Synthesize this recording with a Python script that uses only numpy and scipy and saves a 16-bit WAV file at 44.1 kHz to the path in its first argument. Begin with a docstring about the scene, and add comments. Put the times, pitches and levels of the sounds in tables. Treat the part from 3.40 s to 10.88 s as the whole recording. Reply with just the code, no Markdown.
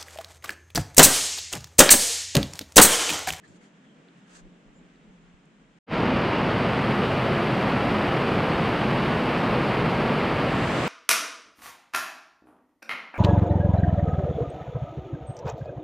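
"""A quiet barn stall comes first: a soft low drone and hum, faint rustles, ticks, thin peeps and camera bumps.
Then, after a blink of silence, the scene changes abruptly to the aisle in a downpour.
Thousands of drops a second drum on the sheet-metal roof and blur into a centred roar; a thin splash hisses on top.
At the very end the roar dips as a crossfade begins into wide, bright rain in the open.
Shaped noise makes drone and air, random tiny blows make rain and rustles, and sine waves make hum, peeps and bumps."""
import sys
import numpy as np
from scipy.fft import rfft, irfft, next_fast_len
from scipy.io import wavfile
from scipy.ndimage import uniform_filter1d, minimum_filter1d, map_coordinates

SR = 44100
rng = np.random.default_rng(int(sys.argv[2]) if len(sys.argv) > 2 else 0)


def bounce(signal):
    """Save signal as a 16-bit WAV file at the path given by the first command-line argument."""
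    frames = np.transpose(np.atleast_2d(signal))
    limited = np.clip(frames, -1, 1)
    pcm = np.round(limited * 32767).astype(np.int16)
    wavfile.write(sys.argv[1], SR, pcm)


N = 329868

# All gains over frequency are relative: each layer is brought to rms 1 before its level is set.
# Answer of the roof sheets to a drop: (frequency [Hz], gain [dB])
ROOF_TONE = [(170, -45), (290, -1), (500, -2), (800, -5.5), (1280, -7.5), (1480, -11), (2200, -13.5),
             (2900, -16), (3600, -24.5), (4100, -26.5), (4700, -27.5), (5700, -39.5), (7000, -49.5),
             (10000, -77)]
# Broad modes of the roof panels: (centre [Hz], width [Hz], gain [dB])
PANEL_MODES = [(45.22, 17, -5.5), (73.5, 24, -8.5), (101, 4.8, -0.5), (129, 19.4, 1.5), (162, 40, -2),
               (214, 36, -2.5), (244.5, 30, -4.5)]
# Extra shaping of the panel boom: (frequency [Hz], gain [dB])
PANEL_SKIRTS = [(15, -30), (28, -8), (40, -5.0), (260, 3.0), (330, -1.0), (800, -25)]
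# Tone of single drops right overhead: (frequency [Hz], gain [dB])
TAP_TONE = [(300, -3), (900, 0.5), (2800, -1), (3800, -10), (4800, -14.0),
            (5800, -26.0), (9000, -33.5), (14000, -48)]
# Tone of the fine spray: (frequency [Hz], gain [dB])
SPLASH_TONE = [(3000, -20), (5500, -4), (6800, -4), (8200, 0), (9800, -4.5), (12300, -5.5), (14000, -12),
               (15000, -22), (15600, -36)]
# Tone of rain in the open: (frequency [Hz], gain [dB])
OPEN_RAIN_TONE = [(200, -30), (500, -5), (1000, 2.5), (2000, 0.5), (3400, -4), (4800, -12.5), (6500, -14.5),
                  (7700, -12.5), (9000, -20), (10500, -31), (13000, -35), (15500, -45)]
# How alike left and right are in the aisle: (frequency [Hz], likeness [0 to 1])
AISLE_ALIKE = [(2600, 1), (3400, .996), (5000, .975), (9000, .98), (10500, .97), (12000, .2), (15000, .05)]
# How alike left and right are in the open: (frequency [Hz], likeness [0 to 1])
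OPEN_ALIKE = [(300, 0.94), (1000, 0.24), (7000, 0.34), (13000, 0.09)]

# Short rustles: (peak time [s], rise [s], fall [s], scrape level [dB], swish level [dB],
#                 resonance [Hz], resonance level [dB])
RUSTLE_STROKES = [(.041, .007, 0.024, -67, -78, 1830, -58), (.055, .012, 0.018, -66, -72, 4150, -69),
                  (.08, .005, .016, -72, -67, 7450, -65), (.105, .015, .03, -76, -71, 7300, -76),
                  (.12, 0.046, .045, -80, -85, 600, -64), (.16, .03, .025, -72, -71, 6950, -76),
                  (.221, .012, 0.023, -59, -67, 2080, -61), (.255, .015, .025, -68, -76, 3200, -72),
                  (.265, .02, .04, -75, -78, 6950, -77), (.375, .015, .02, -72, -85, 1750, -69),
                  (.445, .018, .02, -71, -86, 1800, -67), (.5, 0.065, .07, -76, -85, 3200, -71),
                  (.79, .03, .025, -73, -76, 1750, -69), (.885, .02, .025, -66, -69, 1650, -67),
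                  (.93, 0.03, .025, -61, -66, 2600, -68), (.962, 0.025, .03, -59.5, -57.5, 7800, -69),
                  (.98, .04, .03, -70, -76, 1620, -65), (.996, .014, .018, -62, -68, 6700, -71)]
# Dull part of a rustle: (frequency [Hz], gain [dB])
SCRAPE_TONE = [(200, -7), (600, -3), (1050, -6), (1300, -1), (1650, -1), (2200, -11), (3000, -10),
               (4100, -15), (5600, -22), (9000, -28), (13000, -50)]
# Bright part of a rustle: (frequency [Hz], gain [dB])
SWISH_TONE = [(500, -40), (2000, -13), (4500, -4.5), (5600, -7), (6600, 0), (7900, -4), (9200, -11),
              (10500, -19), (13000, -38), (15000, -70)]
# How alike left and right are for rustles close by: (frequency [Hz], likeness [-1 to 1])
CLOSE_ALIKE = [(300, .3), (700, -0.39), (1500, -0.33), (3100, 0.39), (7000, 0.13)]
# Soft knocks on the camera: (peak time [s], pitch [Hz], length [s], level [dB])
KNOCKS = [(0.108, 95, .028, -56.5), (1.052, 27.2, 0.034, -48), (1.285, 30.6, .025, -54),
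          (1.696, 40, .014, -52), (1.945, 62, 0.0063, -49)]
# Dry ticks in the straw: (time [s], centre [Hz], width [octaves], decay [s], level [dB])
STRAW_TICKS = [(0.6845, 3570, 0.36, 0.0016, -52), (.6872, 2000, .9, .0015, -56),
               (1.558, 4000, .4, .005, -67), (2.055, 7000, .5, .0025, -65)]
# How alike left and right are for ticks: (frequency [Hz], likeness [0 to 1])
TICK_ALIKE = [(3000, .85), (7000, .4)]
# Thin peeps: (middle time [s], middle pitch [Hz], glide [Hz per s], length [s], level [dB])
PEEP_NOTES = [(1.375, 7200, 4500, .028, -69), (1.725, 6370, 0, .035, -83), (1.84, 7020, 600, .06, -83)]
# Tone of the handling rumble: (frequency [Hz], gain [dB])
RUMBLE_TONE = [(15, -25), (27, -1), (42, 11), (65, -20), (110, -25), (200, -42), (600, -120)]
# How alike the two microphone ports are for the rumble: (frequency [Hz], likeness [-1 to 1])
RUMBLE_ALIKE = [(50, -0.26)]

# Level of the hum, before its trim and flutter: (time [s], level [dB])
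HUM_LEVEL = [(0, -72), (.09, -58), (.24, -61), (.3, -72), (.47, -68), (.55, -74), (.88, -59), (1.17, -57),
             (1.26, -75), (1.41, -57), (1.55, -73), (1.62, -57), (1.85, -60), (2.03, -60), (2.12, -66),
             (2.38, -71)]
# Tone of the low drone: (frequency [Hz], gain [dB])
DRONE_TONE = [(50, -42), (100, -25), (125, -14.5), (143, -6), (168, -1), (194, -4.5), (214, 0), (235, -6.5),
              (265, -6), (310, -22), (500, -66)]
# Level of the drone, before its trim: (time [s], level [dB])
DRONE_LEVEL = [(0, -64), (.1, -58.5), (.27, -61), (.42, -62), (.51, -57), (.66, -65), (.8, -57), (.95, -69),
               (1.1, -56.5), (1.27, -63), (1.4, -57), (1.55, -63.5), (1.66, -59), (1.84, -63), (2.1, -64),
               (2.38, -63.5)]
# Tone of the low mids: (frequency [Hz], gain [dB])
LOW_MID_TONE = [(190, -19), (280, 2.5), (315, -0.5), (350, -7.5), (388, -1.5), (408, -9), (428, -2),
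                (460, -6.5), (495, -7), (640, -9.5), (900, -17), (1700, -80)]
# Level of the low mids: (time [s], level [dB])
LOW_MID_LEVEL = [(0, -62.5), (.22, -60), (.39, -66.5), (.57, -58.5), (.74, -64), (.85, -66), (1, -64),
                 (1.06, -59), (1.27, -62), (1.42, -59), (1.52, -67), (1.6, -63), (1.73, -62), (1.88, -70),
                 (2.1, -65), (2.38, -69)]
# Tone of the faint air: (frequency [Hz], gain [dB])
AIR_TONE = [(90, -20), (180, -18), (350, -3.5), (570, -11.5), (950, -10.5), (1600, -10), (2500, -13.5),
            (3200, -15.5), (4500, -26), (6000, -26), (7400, -24.5), (9000, -34.5), (10300, -47),
            (11000, -66), (12000, -72)]
# Level of the faint air, before its flutter: (time [s], level [dB])
AIR_LEVEL = [(0, -62.5), (.2, -62), (.45, -62), (.85, -61), (1.06, -62.5), (1.6, -62), (1.9, -63),
             (2.05, -63.5), (2.38, -63.5)]
# How alike left and right are in the stall: (frequency [Hz], likeness [0 to 1])
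STALL_ALIKE = [(50, .05), (130, 0.94), (260, 0.96), (500, 0.8), (1000, 0), (3000, 0.44), (7000, 0)]

STALL_END = 2.389  # s
RAIN_START, RAIN_RISE = 2.464, 0.075  # s, s
ROOF_DB = -24  # the roar, before the trims of rattle and boom
SPLASH_DB = -61  # the spray once it has risen
SPLASH_RISE_DB, SPLASH_RISE_S = 5.5, 1.05  # how far it comes up, and over how long
CROSSFADE_START, CROSSFADE_S = 7.016, 0.51  # s, s: from the roof into rain in the open
OPEN_DB, ROOF_DIP_DB = -33, -3  # full level of the open rain; the change of the roar meanwhile
GRIP_START, GRIP_RISE = 0.85, 0.12  # s, s: the hand starts to shift on the camera
STILL_DB, GRIP_DB = -86, -68  # middle level of the rumble before and after that
HUM_HZ, HUM_DB = 177, -1  # middle pitch of the hum; its trim
TOP_HZ = 15650  # nothing is kept from here up


def amp(db):
    """Turn decibels into a gain."""
    return 10 ** (np.asarray(db) / 20)


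def unit(x):
    """Scale a sound to rms 1."""
    return x / np.sqrt(np.mean(x ** 2) + 1e-20)


def clock():
    """Give the time of each sample in seconds."""
    return np.arange(N) / SR


def ramp(start, length):
    """Stay at 0 before start, then rise evenly to 1 over length seconds."""
    return np.clip((clock() - start) / length, 0, 1)


def level_at(points):
    """Join (time, level) points with straight lines."""
    times, levels = np.transpose(points)
    return np.interp(clock(), times, levels)


def wobble(rate):
    """Draw a smooth random curve through rate random points a second."""
    knots = rng.standard_normal(int(N * rate / SR) + 4)
    return map_coordinates(knots, [np.arange(N) * rate / SR])


def along(points, hz):
    """Join (frequency, value) points on a logarithmic frequency axis."""
    f, v = np.transpose(points)
    return np.interp(np.log(hz + 1), np.log(f + 1), v)


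def colour(tone):
    """Turn (frequency, dB) points into a gain for every frequency."""
    return lambda hz: amp(along(tone, hz))


def bell(centre_hz, width_hz):
    """Give the gain of one resonance, strongest at its centre."""
    return lambda hz: 1 / (1 + ((hz - centre_hz) / width_hz) ** 2)


def filtered(x, response):
    """Strengthen or weaken each frequency of a sound."""
    m = next_fast_len(N + SR // 2)  # spare room at the end
    hz = np.fft.rfftfreq(m, 1 / SR)
    return irfft(rfft(x, m) * response(hz), m)[..., :N]


def spread(pair, gain, alike):
    """Mix two unrelated signals into coloured stereo of rms 1 with the given left-right likeness."""
    def mid_side_gain(hz):
        turn = np.arccos(np.clip(along(alike, hz), -1, 1)) / 2
        return gain(hz) * np.array([np.cos(turn), np.sin(turn)])

    mid, side = filtered(pair, mid_side_gain)
    return unit(np.array([mid + side, mid - side]))


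def rush(gain, alike):
    """Make smooth stereo noise of rms 1."""
    return spread(rng.standard_normal((2, N)), gain, alike)


def impacts(per_second, scatter_db):
    """Make two trains of randomly timed tiny blows of scattered size, at rms 1."""
    lands = rng.random((2, N)) < per_second / SR
    size = amp(scatter_db * rng.standard_normal((2, N)))
    direction = np.sign(rng.standard_normal((2, N)))
    return unit(lands * size * direction)


def barn(drops, wash_db):
    """Lay near drops over the smooth wash that far drops and wall echoes blur into."""
    return unit(drops + amp(wash_db) * rng.standard_normal((2, N)))


def panel_gain(hz):
    """Add the panel modes in power, because many panels ring independently."""
    power = 0
    for centre, width, db in PANEL_MODES:
        damping = (hz * width) ** 2
        power = power + amp(db) ** 2 * damping / ((centre * centre - hz * hz) ** 2 + damping)
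    return np.sqrt(power) * amp(along(PANEL_SKIRTS, hz))


def roof_rain():
    """Drops rattle the sheets and keep the panels booming; the roar dips in the crossfade at the end."""
    drops = barn(impacts(per_second=6000, scatter_db=2.5), wash_db=1.5)
    rattle = spread(drops, colour(ROOF_TONE), AISLE_ALIKE)
    heavy_drops = barn(impacts(per_second=5000, scatter_db=2.0), wash_db=5)
    boom = spread(heavy_drops, panel_gain, AISLE_ALIKE)
    level_db = ROOF_DB + ROOF_DIP_DB * ramp(CROSSFADE_START, CROSSFADE_S)
    return amp(level_db) * (amp(-1.0) * rattle + amp(-2.5) * boom)


def near_drops(db=-43.0):
    """Single drops strike the sheets right overhead and patter within the roar."""
    drops = impacts(per_second=170, scatter_db=2.0)
    return amp(db) * spread(drops, colour(TAP_TONE), AISLE_ALIKE)


def splash(dull_hz=12400):
    """Fine spray from the wet yard hisses through the doorway; it rises, then holds."""
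    drops = barn(impacts(per_second=9000, scatter_db=2), wash_db=10)
    spray = spread(drops, colour(SPLASH_TONE), AISLE_ALIKE)
    dull = filtered(spray, lambda hz: 1 / np.sqrt(1 + (hz / dull_hz) ** 20))
    risen = ramp(RAIN_START, SPLASH_RISE_S)
    level_db = SPLASH_DB - SPLASH_RISE_DB * (1 - risen)
    top_fade = risen ** 4  # the highest treble fades in last
    return amp(level_db) * (dull + top_fade * (spray - dull))


def open_rain():
    """Separate drops make wide, bright rain in the open, which fades in by the crossfade at the end."""
    drops = impacts(per_second=18000, scatter_db=4)
    patter = spread(drops, colour(OPEN_RAIN_TONE), OPEN_ALIKE)
    return amp(OPEN_DB) * ramp(CROSSFADE_START, CROSSFADE_S) * patter


def slips(tone):
    """Many tiny slips close by blend into a rough, coloured noise."""
    return spread(impacts(per_second=5500, scatter_db=1.0), colour(tone), CLOSE_ALIKE)


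def rustles(ring_width_hz=180):
    """Each rustle is a swell of tiny slips, dull and bright, with noise around a resonance of its own."""
    t, scrape, swish, ring = clock(), np.zeros(N), np.zeros(N), np.zeros((2, N))
    for s, rise, fall, scrape_db, swish_db, ring_hz, ring_db in RUSTLE_STROKES:
        stroke = np.exp(-((t - s) / np.where(t < s, rise, fall)) ** 2)
        scrape += amp(scrape_db) * stroke
        swish += amp(swish_db) * stroke
        ring += amp(ring_db) * stroke * rush(bell(ring_hz, ring_width_hz), CLOSE_ALIKE)
    catching = amp(1.0 * wobble(90.0))  # quick, slight unevenness
    return catching * (scrape * slips(SCRAPE_TONE) + swish * slips(SWISH_TONE) + ring)


def thumps(port_lag_turns=0.27):
    """A knock on the camera body is a brief low swing, out of step at the two microphone ports."""
    out = np.zeros((2, N))
    for s, hz, length, db in KNOCKS:
        t = clock() - s
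        turns = hz * t + rng.random() + np.array([[0], [port_lag_turns]])
        out += amp(db) * np.exp(-(t / length) ** 2) * np.sin(2 * np.pi * turns)
    return out


def ticks(attack_s=.0003):
    """A stalk snaps: a sudden burst of noise around one pitch that dies in a few milliseconds."""
    out = np.zeros((2, N))
    for s, centre_hz, octaves, decay, db in STRAW_TICKS:
        band = rush(lambda hz: np.exp(-(np.log2((hz + 1) / centre_hz) / octaves) ** 2), TICK_ALIKE)
        fade = np.exp(-np.abs(clock() - s) / decay)
        out += amp(db) * ramp(s, attack_s) * fade * band
    return out


def peeps(blur_hz=110, blurs_per_second=400):
    """Thin high tones, some gliding upward, have their pitch blurred by the barn's echoes."""
    out = np.zeros((2, N))
    blur = blur_hz * np.array([wobble(blurs_per_second), wobble(blurs_per_second)])
    for s, hz, glide, length, db in PEEP_NOTES:
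        t = clock() - s
        turns = np.cumsum(hz + glide * t + blur, axis=1) / SR
        swell = np.exp(-(t / length) ** 2)
        out += amp(db) * swell * np.sqrt(2) * np.sin(2 * np.pi * turns)
    return out


def handling(lumpy_db=4, lumps_per_second=16):
    """Once the hand shifts on the camera, a dull lumpy rumble shakes the two microphone ports differently."""
    level_db = STILL_DB + (GRIP_DB - STILL_DB) * ramp(GRIP_START, GRIP_RISE)
    lumps_db = lumpy_db * wobble(lumps_per_second)
    return amp(level_db + lumps_db) * rush(colour(RUMBLE_TONE), RUMBLE_ALIKE)


def hum(waver_hz=4.5, wavers_per_second=11, flutter_db=2.0):
    """A narrow hum, one sine wave, stands out of the drone; it wavers in pitch, swells and sinks."""
    turns = np.cumsum(HUM_HZ + waver_hz * wobble(wavers_per_second)) / SR
    level_db = HUM_DB + level_at(HUM_LEVEL) + flutter_db * wobble(wavers_per_second)
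    return amp(level_db) * np.sqrt(2) * np.sin(2 * np.pi * turns)


def stall_layer(tone, level):
    """Shaped noise swells and sinks along its own level curve."""
    return amp(level_at(level)) * rush(colour(tone), STALL_ALIKE)


def stall(drone_db=3.0, air_flutter_db=0.5, flutters_per_second=22):
    """Three bands of noise make a low drone, the low mids above it and faint, uneven air."""
    drone = amp(drone_db) * stall_layer(DRONE_TONE, DRONE_LEVEL)
    low_mids = stall_layer(LOW_MID_TONE, LOW_MID_LEVEL)
    flutter = amp(air_flutter_db * wobble(flutters_per_second))
    air = flutter * stall_layer(AIR_TONE, AIR_LEVEL)
    return drone + low_mids + air


def scene():
    """The stall stops short; after a blink of silence the downpour comes in."""
    in_stall = np.clip((STALL_END - clock()) / 0.002, 0, 1)
    in_aisle = ramp(RAIN_START, RAIN_RISE) ** 2
    downpour = roof_rain() + near_drops() + splash() + open_rain()
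    quiet = rustles() + thumps() + ticks() + peeps() + handling() + hum() + stall()
    return in_stall * quiet + in_aisle * downpour


def limiter(x, ceiling_db):
    """Dip the gain smoothly around any peak above the ceiling."""
    needed = np.minimum(1, amp(ceiling_db) / (np.abs(x).max(axis=0) + 1e-9))
    held = minimum_filter1d(needed, size=441)  # 10 ms window
    return x * uniform_filter1d(held, size=441)


def record(dry):
    """The camera holds down peaks and keeps nothing above its band limit."""
    held = limiter(dry, ceiling_db=-11.6)
    return filtered(held, lambda hz: hz < TOP_HZ)


dry = scene()
out = record(dry)
bounce(out)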